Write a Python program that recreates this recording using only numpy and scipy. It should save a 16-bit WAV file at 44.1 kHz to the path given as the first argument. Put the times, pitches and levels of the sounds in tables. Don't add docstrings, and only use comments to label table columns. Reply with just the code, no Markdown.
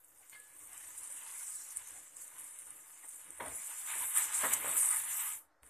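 import sys
import numpy as np
from scipy import signal
from scipy.fft import rfft, irfft
from scipy.io import wavfile
from scipy.ndimage import uniform_filter1d

SR = 44100
rng = np.random.default_rng(int(sys.argv[2]) if len(sys.argv) > 2 else 0)


def generate_wav(sig):
    pcm = np.round(np.clip(np.atleast_2d(sig).T, -1, 1) * 32767).astype(np.int16)
    wavfile.write(sys.argv[1], SR, pcm)


def gain_from_db(level_db):
    decades = np.asarray(level_db, float) / 20
    return 10 ** decades


N = 251186
TIME = np.arange(N) / SR

# frequency in Hz, density in dB per Hz.
IRON_SPECTRUM = [(260, -50.5), (450, -26.5), (647, -16.5), (720, -9), (930, -1), (1620, -0.5), (2060, 2),
                 (3310, -4), (3620, -3), (4390, -4), (5000, -8), (6500, -62.5), (11000, -120)]
# frequency in Hz, level in dB, t60 in seconds.
PLATE_MODES = [(560, -0.5, 0.33), (664.3, 3, 0.55), (630, -5, 0.353), (903, -8.5, 0.8), (957, -2, 0.31),
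               (1025, -3, 0.28), (1121, 0.5, 0.16), (1255, 2, 0.31), (1534, -6.5, 0.26), (1702, -5, 0.3),
               (1802, 3, 0.28), (2030, -10.5, 0.18), (2137, 2.5, 0.3), (2390, 3.5, 0.06), (2600, -23, .15),
               (3040, 2, 0.34)]
# frequency in Hz, level in dB, t60 in seconds.
POT_MODES = [
    [(2110, 0, .16), (2160, -9, .1), (1710, -9, .12), (1120, -20, .15), (3020, -10, .3), (3348, -11, .15),
     (4300, -11, .1), (2400, -14, .1), (960, -12, .12)],
    [(1696, 2, .58), (1260, -16, .4), (3898, -28, .12), (3030, -24, .2)],
]


def unit(x):
    return x / np.sqrt(np.mean(x ** 2))


def colour(x, points):
    hz, db = np.transpose(points)
    f = np.maximum(np.fft.rfftfreq(8192, 1 / SR), 1)
    response_db = np.interp(np.log(f), np.log(hz), db, db[0] - 30, db[-1] - 30)
    cepstrum = irfft(np.log(gain_from_db(response_db)))
    cepstrum[1:4096] *= 2
    cepstrum[4097:] = 0
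    impulse = irfft(np.exp(rfft(cepstrum)))[:4096]
    return signal.fftconvolve(x, impulse)[:len(x)]


def noise_of(points):
    return unit(colour(rng.standard_normal(N), points))


def walk(rate):
    k = int(SR / rate)
    held = np.repeat(rng.standard_normal(N // k + 1), k)
    return 0.91 * uniform_filter1d(uniform_filter1d(held, k), k)[:N]


def ring(x, modes, stretch=1):
    out = 0
    for hz, db, t60 in modes:
        pole = np.exp(2j * np.pi * hz / SR - np.log(1000) / (t60 * stretch * SR))
        out = out + gain_from_db(db) * signal.lfilter([1], [1, -pole], x).imag
    return out


def boiling():
    # time in seconds, steam in dB, grip on the iron in dB, bead size in dB.
    beads = [(0, -73, -5.5, -9), (.25, -65.5, -7, -6.5), (.55, -61, -9.5, -10.5), (.7, -57.5, -6.5, -11),
             (.88, -53, -8, -7.5), (1.1, -52, -10, -9), (1.28, -50, -8, -8), (1.53, -49, -11.5, -7.5),
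             (1.66, -52, -11.5, -6), (1.85, -54.5, -6.5, -10), (1.97, -51.5, -11, -8.5),
             (2.08, -63, -6, -3.5), (2.16, -61.5, -4.5, -10), (2.36, -58, -6.5, -10.5),
             (2.55, -56, -10, -14.5), (2.96, -59, -7.5, -9), (3.05, -57, -9.5, -12.5),
             (3.4, -54, -6.5, -17.5)]
    # time in seconds, steam in dB, grip on the iron in dB, bead size in dB.
    wipes = [
        [(3.44, -51, -8, -16), (3.5, -47.5, -10, -14.5), (3.74, -47, -9.5, -8.5), (3.86, -45, -10, -10),
         (3.9, -44, -4.5, -11.5), (4.02, -38, -8.5, -21), (4.12, -42, -10.5, -37)],
        [(4.16, -38.5, -7, -14), (4.3, -45.5, 0, -4.5), (4.42, -39.5, -2.5, -11), (4.45, -38.5, -5, -11),
         (4.52, -41, -2, -13), (4.6, -44.5, -2.5, -12), (4.7, -40.5, -7.5, -21)],
        [(4.75, -37.5, -9.5, -25), (4.79, -33, -14, -20), (4.9, -33.5, -13, -17), (4.99, -36.5, -11.5, -17),
         (5.07, -46, -3, -14), (5.13, -39, -11.5, -11.5), (5.27, -40, -8, -14.5), (5.35, -46.5, -10.5, -13.5),
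         (5.41, -60.5, -12, -13.5)],
    ]
    # time in seconds, level in dB.
    squeezed = [(.3, -9), (1.3, -13.5), (3.3, -17), (3.5, -10), (4.1, -10), (4.55, -6), (4.72, -7.5),
                (4.88, -14), (5.1, -4.5), (5.4, -2.5)]
    # start in seconds, height in dB, rise in seconds, fade in seconds,
    # share in the spray from 0 to 1.
    surges = [(.043, 4, .004, 0.068, .6), (.292, 5.5, .005, 0.14, 1), (.59, 6, 0.0079, 0.035, 1),
              (.727, 3.5, .005, 0.034, 1), (.77, 4, .008, .012, .3), (.968, 4, .008, .015, .5),
              (1.028, 5, .008, .015, 1), (1.16, 4, .008, .015, .7), (1.7, 7, 0.0091, 0.033, .5),
              (1.77, 5, .004, 0.045, .8), (1.87, 4, .004, 0.015, .5), (1.903, 2, .004, 0.03, .5),
              (2.163, 8, 0.0054, 0.069, .4), (2.195, 6.5, .02, 0.046, .6), (2.375, 6, .015, .08, .4),
              (2.43, 4, .01, 0.033, .4), (2.586, 3.5, 0.005, 0.078, .5), (2.7, 3, .012, .03, .6),
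              (3.08, 5, .012, 0.088, .4), (4.145, 5.5, .03, .055, 1), (4.32, 6, 0.029, 0.081, 0.2),
              (4.534, 11, 0.002, 0.013, 1), (4.766, 3.5, 0.00395, 0.064, .6), (4.905, 1, .005, .04, .8),
              (5.662, 6, .003, .015, .3)]
    # small bubbles, spray, iron and large bubbles, all in dB.
    again_db = [-68, -75, -70, -79]
    change_s, surge_in_iron = 5.631, 0.17
    dry_db_per_s, iron_dry_db_per_s = -370, -210

    s, *columns = np.transpose(sum(wipes, beads))
    steam, grip, size = (np.interp(TIME, s, c) for c in columns)
    spray = np.interp(TIME, *np.transpose(squeezed))
    dry_s = np.maximum(TIME - s[-1], 0)
    wet = steam + dry_db_per_s * dry_s
    iron = np.maximum(steam + grip + iron_dry_db_per_s * dry_s, -90)
    spray_floor = -72 + dry_db_per_s * dry_s
    fine = 10 * np.log10(gain_from_db(wet + spray) ** 2 + gain_from_db(spray_floor) ** 2)
    levels = np.where(TIME < change_s, [wet, fine, iron, wet + size], np.array(again_db)[:, None])
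    for at, db, rise, fade, bright in surges:
        growth = np.clip((TIME - at) / rise, 0, 1)
        flare = db * growth * np.exp(-np.maximum(TIME - at - rise, 0) / fade)
        levels = levels + flare * np.array([[1], [bright], [surge_in_iron], [1]])
    return levels


def bubbles(low_hz, octaves, rate, spread_db, flicker_db, steam_db, cycles, own_db):
    fits = gain_from_db(flicker_db * (walk(30) + walk(110)))
    out = 0
    for hz in low_hz * 2 ** np.arange(0, octaves, 1 / 6):
        size_db = spread_db * np.minimum(rng.exponential(size=N), 3.6)
        burst = (rng.random(N) < rate / SR) * gain_from_db(size_db) * rng.choice([-1, 1], N)
        drive = unit(burst) + gain_from_db(steam_db) * rng.standard_normal(N)
        band = unit(ring(drive, [(hz, 0, cycles / hz)])) * np.sqrt(hz)
        out = out + band * gain_from_db(own_db * (0.59 * walk(9) + 1.15 * walk(38)))
    return fits * out


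def fizz(small_db, spray_db, large_db):
    # frequency in Hz, density in dB per Hz.
    large_spectrum = [(2530, -30.5), (4300, -20.5), (5620, -12.5), (7300, -4), (9490, -17.5), (16100, -120)]
    # frequency in Hz, density in dB per Hz.
    small_spectrum = [(4290, -35.5), (7300, -8), (7940, 0.5), (8950, 4.5), (12000, -5.5), (15000, -57),
                      (22000, -120)]
    # frequency in Hz, density in dB per Hz.
    spray_spectrum = [(6760, -31), (11500, -5.5), (12500, 3.5), (13700, 5.5), (14200, 4.5)]
    boil = bubbles(4000, 2, rate=400, spread_db=3.2, flicker_db=.8, steam_db=-.5, cycles=30, own_db=3.4)
    large = unit(colour(boil, large_spectrum)) * gain_from_db(large_db)
    small = unit(colour(boil, small_spectrum)) * gain_from_db(small_db)
    spray = unit(colour(boil, spray_spectrum)) * gain_from_db(spray_db)
    return large + small + spray


def pops():
    # start in seconds, peak in dB, pitch in Hz.
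    free = [(.0459, -43, 8360), (.4, -37, 9110), (.5916, -41, 9120), (.6724, -41, 8860), (.7317, -37, 8080),
            (.7779, -36, 7810), (.9046, -42, 7490), (.9725, -39, 9200), (1.033, -32, 9380),
            (1.1031, -36, 8410), (1.1237, -29, 8820), (1.1644, -36, 8550), (1.2061, -36, 9260),
            (1.2895, -40, 9250), (1.3375, -37, 9410), (1.4813, -33, 8640), (1.5052, -32, 8940),
            (1.688, -34, 8560), (1.7057, -35, 8380), (1.7513, -41, 8000), (1.7708, -18, 9000),
            (1.8745, -34, 8480), (1.8872, -38, 10500), (1.907, -34, 9100), (2.1686, -35, 8300),
            (2.2431, -37, 7820), (2.28, -36, 8600), (2.3436, -42, 8990), (2.3887, -39, 8520),
            (2.509, -41, 9600), (2.5749, -44, 8700), (2.5885, -33, 9400), (2.6692, -40, 9180),
            (2.7056, -31.5, 9000), (2.7676, -43, 8660), (3.0855, -39, 8700), (3.0909, -35, 8740),
            (3.1466, -42, 8870), (3.1592, -34, 8730), (3.2143, -39, 9120), (3.244, -37, 9090),
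            (3.3053, -29, 8800), (3.4628, -33, 9360), (3.4823, -30, 9090), (3.5664, -32, 10000)]
    # start in
    # seconds, peak in dB, pitch in Hz, share in the iron in dB.
    cracks = [(.2967, -37, 8200, -18), (4.162, -24, 8800, -40), (4.1825, -18, 10400, -35),
              (4.1731, -11, 9200, -34), (4.3249, -27, 8570, -22), (4.3511, -23, 7900, -30),
              (4.5349, -15, 9440, -11.5), (4.7689, -21, 9100, -30), (4.8123, -17, 8750, -30),
              (4.8315, -19, 9000, -35), (4.8588, -21, 8700, -35), (4.9121, -18, 9000, -35),
              (5.6325, -46, 9070, -4), (5.6646, -44, 8540, -18)]
    rows = list(cracks) + [(*p, -30) for p in free]
    bright, snaps, ticks = np.zeros(N + 2000), np.zeros(N + 2000), np.zeros(N)
    t = np.arange(2000) / SR
    ping_swell = (t / 0.00042) ** 2 * np.exp(2 - 2 * t / 0.00044)
    snap_fade = gain_from_db(-8) * np.exp(-t / .0009) + gain_from_db(-14) * np.exp(-t / .006)
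    for s, db, hz, iron_db in rows:
        i = int(s * SR)
        bright[i:i + len(t)] += gain_from_db(db - 2.5) * np.sin(2 * np.pi * hz * t) * ping_swell
        snaps[i:i + len(t)] += gain_from_db(db - 3) * rng.standard_normal(2000) * snap_fade
        ticks[i] = gain_from_db(db + iron_db)
    # frequency in Hz, density in dB per Hz.
    snap_spectrum = [(4000, -33), (6000, -26), (8000, 5.5), (10000, -1), (13000, -5), (15000, -23.5)]
    return (bright + colour(snaps, snap_spectrum))[:N] + gain_from_db(19.5) * colour(ticks, IRON_SPECTRUM)


def patches(rows, width, grain_db, trim_db, rise):
    out = np.zeros(N + 12000)
    for s, db, hz, length in rows:
        hiss, grain = rng.standard_normal((2, 12000))
        t = np.arange(12000) / SR / length
        band = signal.butter(2, [hz / (1 + width), hz * (1 + width)], "band", fs=SR, output="sos")
        grains = gain_from_db(grain_db * uniform_filter1d(grain, 40) * np.sqrt(40))
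        sound = unit(signal.sosfilt(band, hiss * grains))
        onset = np.sin(np.pi / 2 * np.minimum(t / rise, 1))
        fade = np.cos(np.pi / 2 * np.clip((t - rise) / 1.3, 0, 1))
        i = max(int((s - .65 * length) * SR), 0)
        out[i:i + len(t)] += gain_from_db(db + trim_db) * sound * (onset * fade) ** 2
    return out[:N]


def sputters():
    # middle in seconds, level in dB, pitch in Hz, length in seconds.
    sputter_rows = [(0.048, -65.5, 8230, 0.02), (0.108, -68.0, 8230, 0.04), (0.286, -64.5, 8230, 0.054),
                    (0.404, -60.0, 8730, 0.034), (0.597, -58.5, 9260, 0.032), (0.774, -55.5, 7760, 0.028),
                    (1.053, -51.0, 8230, 0.058), (1.124, -50.0, 9260, 0.034), (1.358, -50.0, 9260, 0.05),
                    (1.446, -50.5, 8730, 0.03), (1.5, -49.0, 8730, 0.054), (1.708, -53.5, 6500, 0.02),
                    (1.772, -39.0, 8730, 0.02), (1.988, -56.5, 9260, 0.078), (2.172, -53.5, 7760, 0.022),
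                    (2.214, -53.0, 7760, 0.034), (2.221, -55.0, 10410, 0.024), (2.279, -54.5, 8730, 0.024),
                    (2.395, -54.5, 8730, 0.032), (2.42, -56.0, 9260, 0.078), (2.595, -51.0, 9820, 0.026),
                    (2.707, -53.5, 9260, 0.026), (3.09, -49.0, 8730, 0.026), (3.161, -52.5, 8730, 0.028),
                    (3.47, -51.0, 9260, 0.04), (3.805, -49.0, 8730, 0.036), (4.014, -44.0, 9820, 0.082),
                    (4.045, -43.5, 9260, 0.064), (4.174, -35.0, 8730, 0.026), (4.193, -44.5, 7760, 0.078),
                    (4.199, -42.5, 10410, 0.106), (4.356, -36.0, 7760, 0.024), (4.43, -42.0, 9260, 0.06),
                    (4.538, -35.0, 8730, 0.02), (4.541, -38.0, 11720, 0.022), (4.771, -43.0, 11720, 0.06),
                    (4.812, -35.0, 8730, 0.098), (5.14, -43.0, 8230, 0.036), (5.193, -46.0, 11720, 0.058),
                    (5.215, -45.0, 11050, 0.058), (5.217, -42.0, 8230, 0.05), (5.653, -67.0, 9260, 0.056),
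                    (5.675, -68.0, 10410, 0.04)]
    return patches(sputter_rows, width=.075, grain_db=4.0, trim_db=-1.5, rise=.3)


def shaken_iron(iron_db):
    drive = bubbles(456.0, 3.1, rate=300, spread_db=3.5, flicker_db=1.87, steam_db=4.0, cycles=14.2, own_db=2.5)
    shaken = unit(colour(drive, IRON_SPECTRUM)) * gain_from_db(iron_db - 1.5)
    plate = unit(ring(shaken, PLATE_MODES, 0.64)) * shaken.std()
    even_pot = [(hz, 0, t60) for hz, _, t60 in POT_MODES[1]]
    hum = unit(ring(shaken, even_pot, .25)) * shaken.std()
    return shaken + gain_from_db(-8.5) * plate + gain_from_db(-18) * hum


def chatter():
    # middle in seconds, level in dB, pitch in Hz, length in seconds.
    chatter_rows = [(0.213, -72.5, 770, 0.03), (0.335, -76, 600, 0.04), (0.41, -76, 500, 0.05),
                    (0.565, -76, 320, 0.04), (0.62, -78, 320, 0.04), (0.635, -69.5, 1190, 0.06),
                    (0.719, -72.0, 710, 0.058), (0.846, -67.5, 1830, 0.092), (1.115, -74, 570, 0.04),
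                    (1.217, -64.5, 2830, 0.088), (1.259, -64.0, 920, 0.072), (1.392, -63.5, 2180, 0.134),
                    (1.416, -61.0, 1540, 0.03), (1.797, -65.5, 1090, 0.034), (1.983, -70.5, 770, 0.08),
                    (2.412, -70.5, 1000, 0.142), (2.44, -71.5, 2180, 0.112), (3.04, -64.5, 2000, 0.03),
                    (3.045, -68.0, 1000, 0.036), (3.375, -66, 2080, 0.03), (3.407, -51.0, 590, 0.03),
                    (3.412, -49.0, 1830, 0.028), (3.421, -48.5, 920, 0.046), (3.475, -55.0, 650, 0.05),
                    (3.52, -60, 2300, 0.03), (3.61, -60.5, 2180, 0.072), (3.911, -54.5, 1540, 0.068),
                    (3.923, -52.5, 2180, 0.1), (4.025, -51.5, 1000, 0.036), (4.199, -52.5, 1300, 0.09),
                    (4.202, -52.0, 2180, 0.076), (4.448, -47.0, 590, 0.036), (4.467, -48.0, 1300, 0.078),
                    (4.469, -46.5, 1830, 0.066), (4.476, -50.0, 1000, 0.092), (4.615, -53, 2100, 0.03),
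                    (4.67, -51.5, 590, 0.062), (4.675, -49.5, 1300, 0.056), (4.757, -51.5, 1300, 0.06),
                    (4.94, -49.5, 2000, 0.042), (5.25, -53.5, 1680, 0.048), (5.285, -55.5, 1190, 0.074),
                    (5.42, -72, 1260, 0.05), (5.666, -71.0, 1680, 0.034)]
    return patches(chatter_rows, width=.08, grain_db=1.5, trim_db=.6, rise=.35)


def thumps():
    # start in seconds, peak in dB, ring in seconds, bass in dB.
    landings = [
        (3.039, -49.5, 0.11, -26),
        (3.401, -30, 0.33, -13),
        (3.458, -42, .22, -10),
        (3.512, -50, .15, -6),
        (3.689, -51, 0.089, -48),
        (3.951, -47, 0.2, -8.5),
        (4.43, -37, .1, -12),
        (4.437, -27, 0.45, -18),
        (4.642, -32, 0.62, -20),
        (5.631, -55, 0.048, -7),
    ]
    # frequency in Hz, density in dB per Hz.
    blow_spectrum = [(120, -29.5), (200, -28.5), (380, -8.5), (943, -3), (1360, -8), (2140, -7),
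                     (2670, -19), (3650, -18), (4500, -30), (5850, -71), (9900, -120)]
    blow, bass = noise_of(blow_spectrum), noise_of([(90, -5.5), (150, -2.5), (300, 5.0)])
    scuff_db = walk(60)
    out = np.zeros(N)
    for s, db, t60, bass_db in landings:
        t = np.maximum(TIME - s, 0)
        attack = np.minimum(t / .003, 1)
        dull = blow * (np.exp(-t / 0.014) + 0.53 * gain_from_db(-40 * t / t60 + scuff_db))
        bump = gain_from_db(bass_db - 45 * t / t60) * bass
        out += gain_from_db(db - 12) * attack * (dull + bump)
    return out + ring(out * gain_from_db(-55), PLATE_MODES, .45)


def pot():
    # start in seconds, level in dB, side of the pot.
    drops = [
        (.316, -63, 0),
        (.326, -53, 0),
        (.344, -57, 0),
        (.352, -55, 1),
        (5.39, -84, 1),
    ]
    t = np.arange(3000) / SR
    out = 0
    for s, db, side in drops:
        i = int(s * SR)
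        grit = rng.standard_normal(3000)
        contact, patter = np.zeros(N), np.zeros(N)
        contact[i:i + len(t)] = grit * np.exp(-((t - .005) / 0.0019) ** 2) / 60
        contact[i + 200] = 1
        patter[i:i + len(t)] = grit * np.exp(-t / 0.03)
        out = out + ring(gain_from_db(db) * contact, POT_MODES[int(side)])
        out = out + gain_from_db(db - 0.5) * colour(patter, IRON_SPECTRUM)
    return out


def stirred(steady_db, column):
    # middle in seconds, half length in seconds, rumble in dB, air on the microphone in dB.
    moves = [(.19, .1, -97, -82), (.65, 0.2, -80, -83), (.95, 0.22, -93, -78), (1.792, 0.068, -80, -75.5),
             (1.966, 0.094, -68.5, -78.5), (2.41, 0.094, -78, -82), (2.667, 0.11, -79, -81),
             (3.3, 0.063, -68, -91), (3.476, 0.1, -63, -64), (4.02, 0.1, -65.5, -72),
             (4.252, 0.11, -71, -80), (4.468, 0.14, -66, -71.5), (4.64, 0.17, -59.5, -73),
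             (4.955, 0.3, -78.5, -75.5), (5.317, .08, -77, -76), (5.64, 0.019, -73, -65),
             (5.68, 0.043, -74, -78)]
    power = gain_from_db(steady_db) ** 2
    for row in moves:
        swell = np.cos(np.pi / 2 * np.clip((TIME - row[0]) / row[1], -1, 1)) ** 2
        power = power + gain_from_db(row[column]) ** 2 * swell
    return np.sqrt(power)


def burner():
    # frequency in Hz, density in dB per Hz.
    flame_spectrum = [(65, -41), (110, -17), (119, -7), (156, -6.5), (204, -12.5), (225, -22), (249, -7.5),
                      (319, 0), (392, -14), (433, -5), (600, -5), (780, -29), (1320, -120)]
    hush_db = -5 * np.clip((TIME - 5.42) / 0.052, 0, 1)
    rumble = stirred(-78.5 - 5.0 * np.exp(-TIME / .35) + hush_db, column=2)
    return noise_of(flame_spectrum) * rumble * gain_from_db(2.3 * walk(9.8))


def moving_air():
    # frequency in Hz, density in dB per Hz.
    air_spectrum = [(20, -18), (48, -11), (62, -1), (100, -5.5), (140, -20.5)]
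    return noise_of(air_spectrum) * stirred(-91 + 5.4 * walk(12), column=3)


def hiss():
    # frequency in Hz, density in dB per Hz.
    hiss_spectrum = [(290, -45.5), (500, -3.5), (1360, -4.5), (1900, -8.5), (2250, -18), (2980, -31.5),
                     (3790, -19.5), (14400, -32)]
    return noise_of(hiss_spectrum) * gain_from_db(-75.5 - 4.0 * np.exp(-TIME / .35))


def scene():
    small_db, spray_db, iron_db, large_db = boiling()
    steam = fizz(small_db, spray_db, large_db) + pops() + sputters()
    iron = shaken_iron(iron_db) + chatter() + thumps()
    mono = steam + iron + pot() + burner() + moving_air() + hiss()
    return np.array([mono, mono])


def low_pass(x):
    return signal.sosfilt(signal.butter(12, 15540, fs=SR, output="sos"), x)


def record(dry):
    # time in seconds, frequency in Hz.
    wide_from = [(0, 7500), (1, 6500), (1.7, 6000), (1.8, 4300), (4.2, 4300), (4.3, 5500), (5.7, 5000)]
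    end_s, top_hz, offset = 5.6955, 14480, -1.45e-4
    f, t, mid = signal.stft(dry[0], SR, "cosine", 2048, 1024)
    band = np.arange(len(f)) // 32
    chance = rng.standard_normal((band[-1] + 1, len(t)))
    patch = uniform_filter1d(uniform_filter1d(chance, 2), 2, axis=0)[band] * 2 > -.7
    edge_hz = np.interp(t, *np.transpose(wide_from)) + 500 * np.abs(chance[0])
    wide = patch * (f[:, None] > edge_hz)
    energy = uniform_filter1d(np.abs(mid) ** 2, 32, axis=0) * gain_from_db(5 * chance[1])
    noise = signal.stft(rng.standard_normal(N), SR, "cosine", 2048, 1024)[2]
    noise = noise / np.sqrt(np.mean(np.abs(noise) ** 2))
    side = gain_from_db(-6.6) * signal.istft(noise * np.sqrt(energy) * wide, SR, "cosine", 2048, 1024)[1][:N]
    strip = uniform_filter1d(rng.standard_normal((len(f) // 9 + 1, len(t))), 3) * np.sqrt(3)
    kept = strip[np.arange(len(f)) // 9] < .6 + (np.log2(f[:, None] / 4500 + .01) / .4) ** 2
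    centre = signal.istft(mid * kept, SR, "cosine", 2048, 1024)[1][:N]
    top = signal.ellip(10, .3, 45, top_hz, fs=SR, output="sos")
    stereo = signal.sosfilt(top, centre + np.array([side, -side]))
    return low_pass(stereo * (TIME < end_s) + offset)


dry = scene()
out = record(dry)
generate_wav(out)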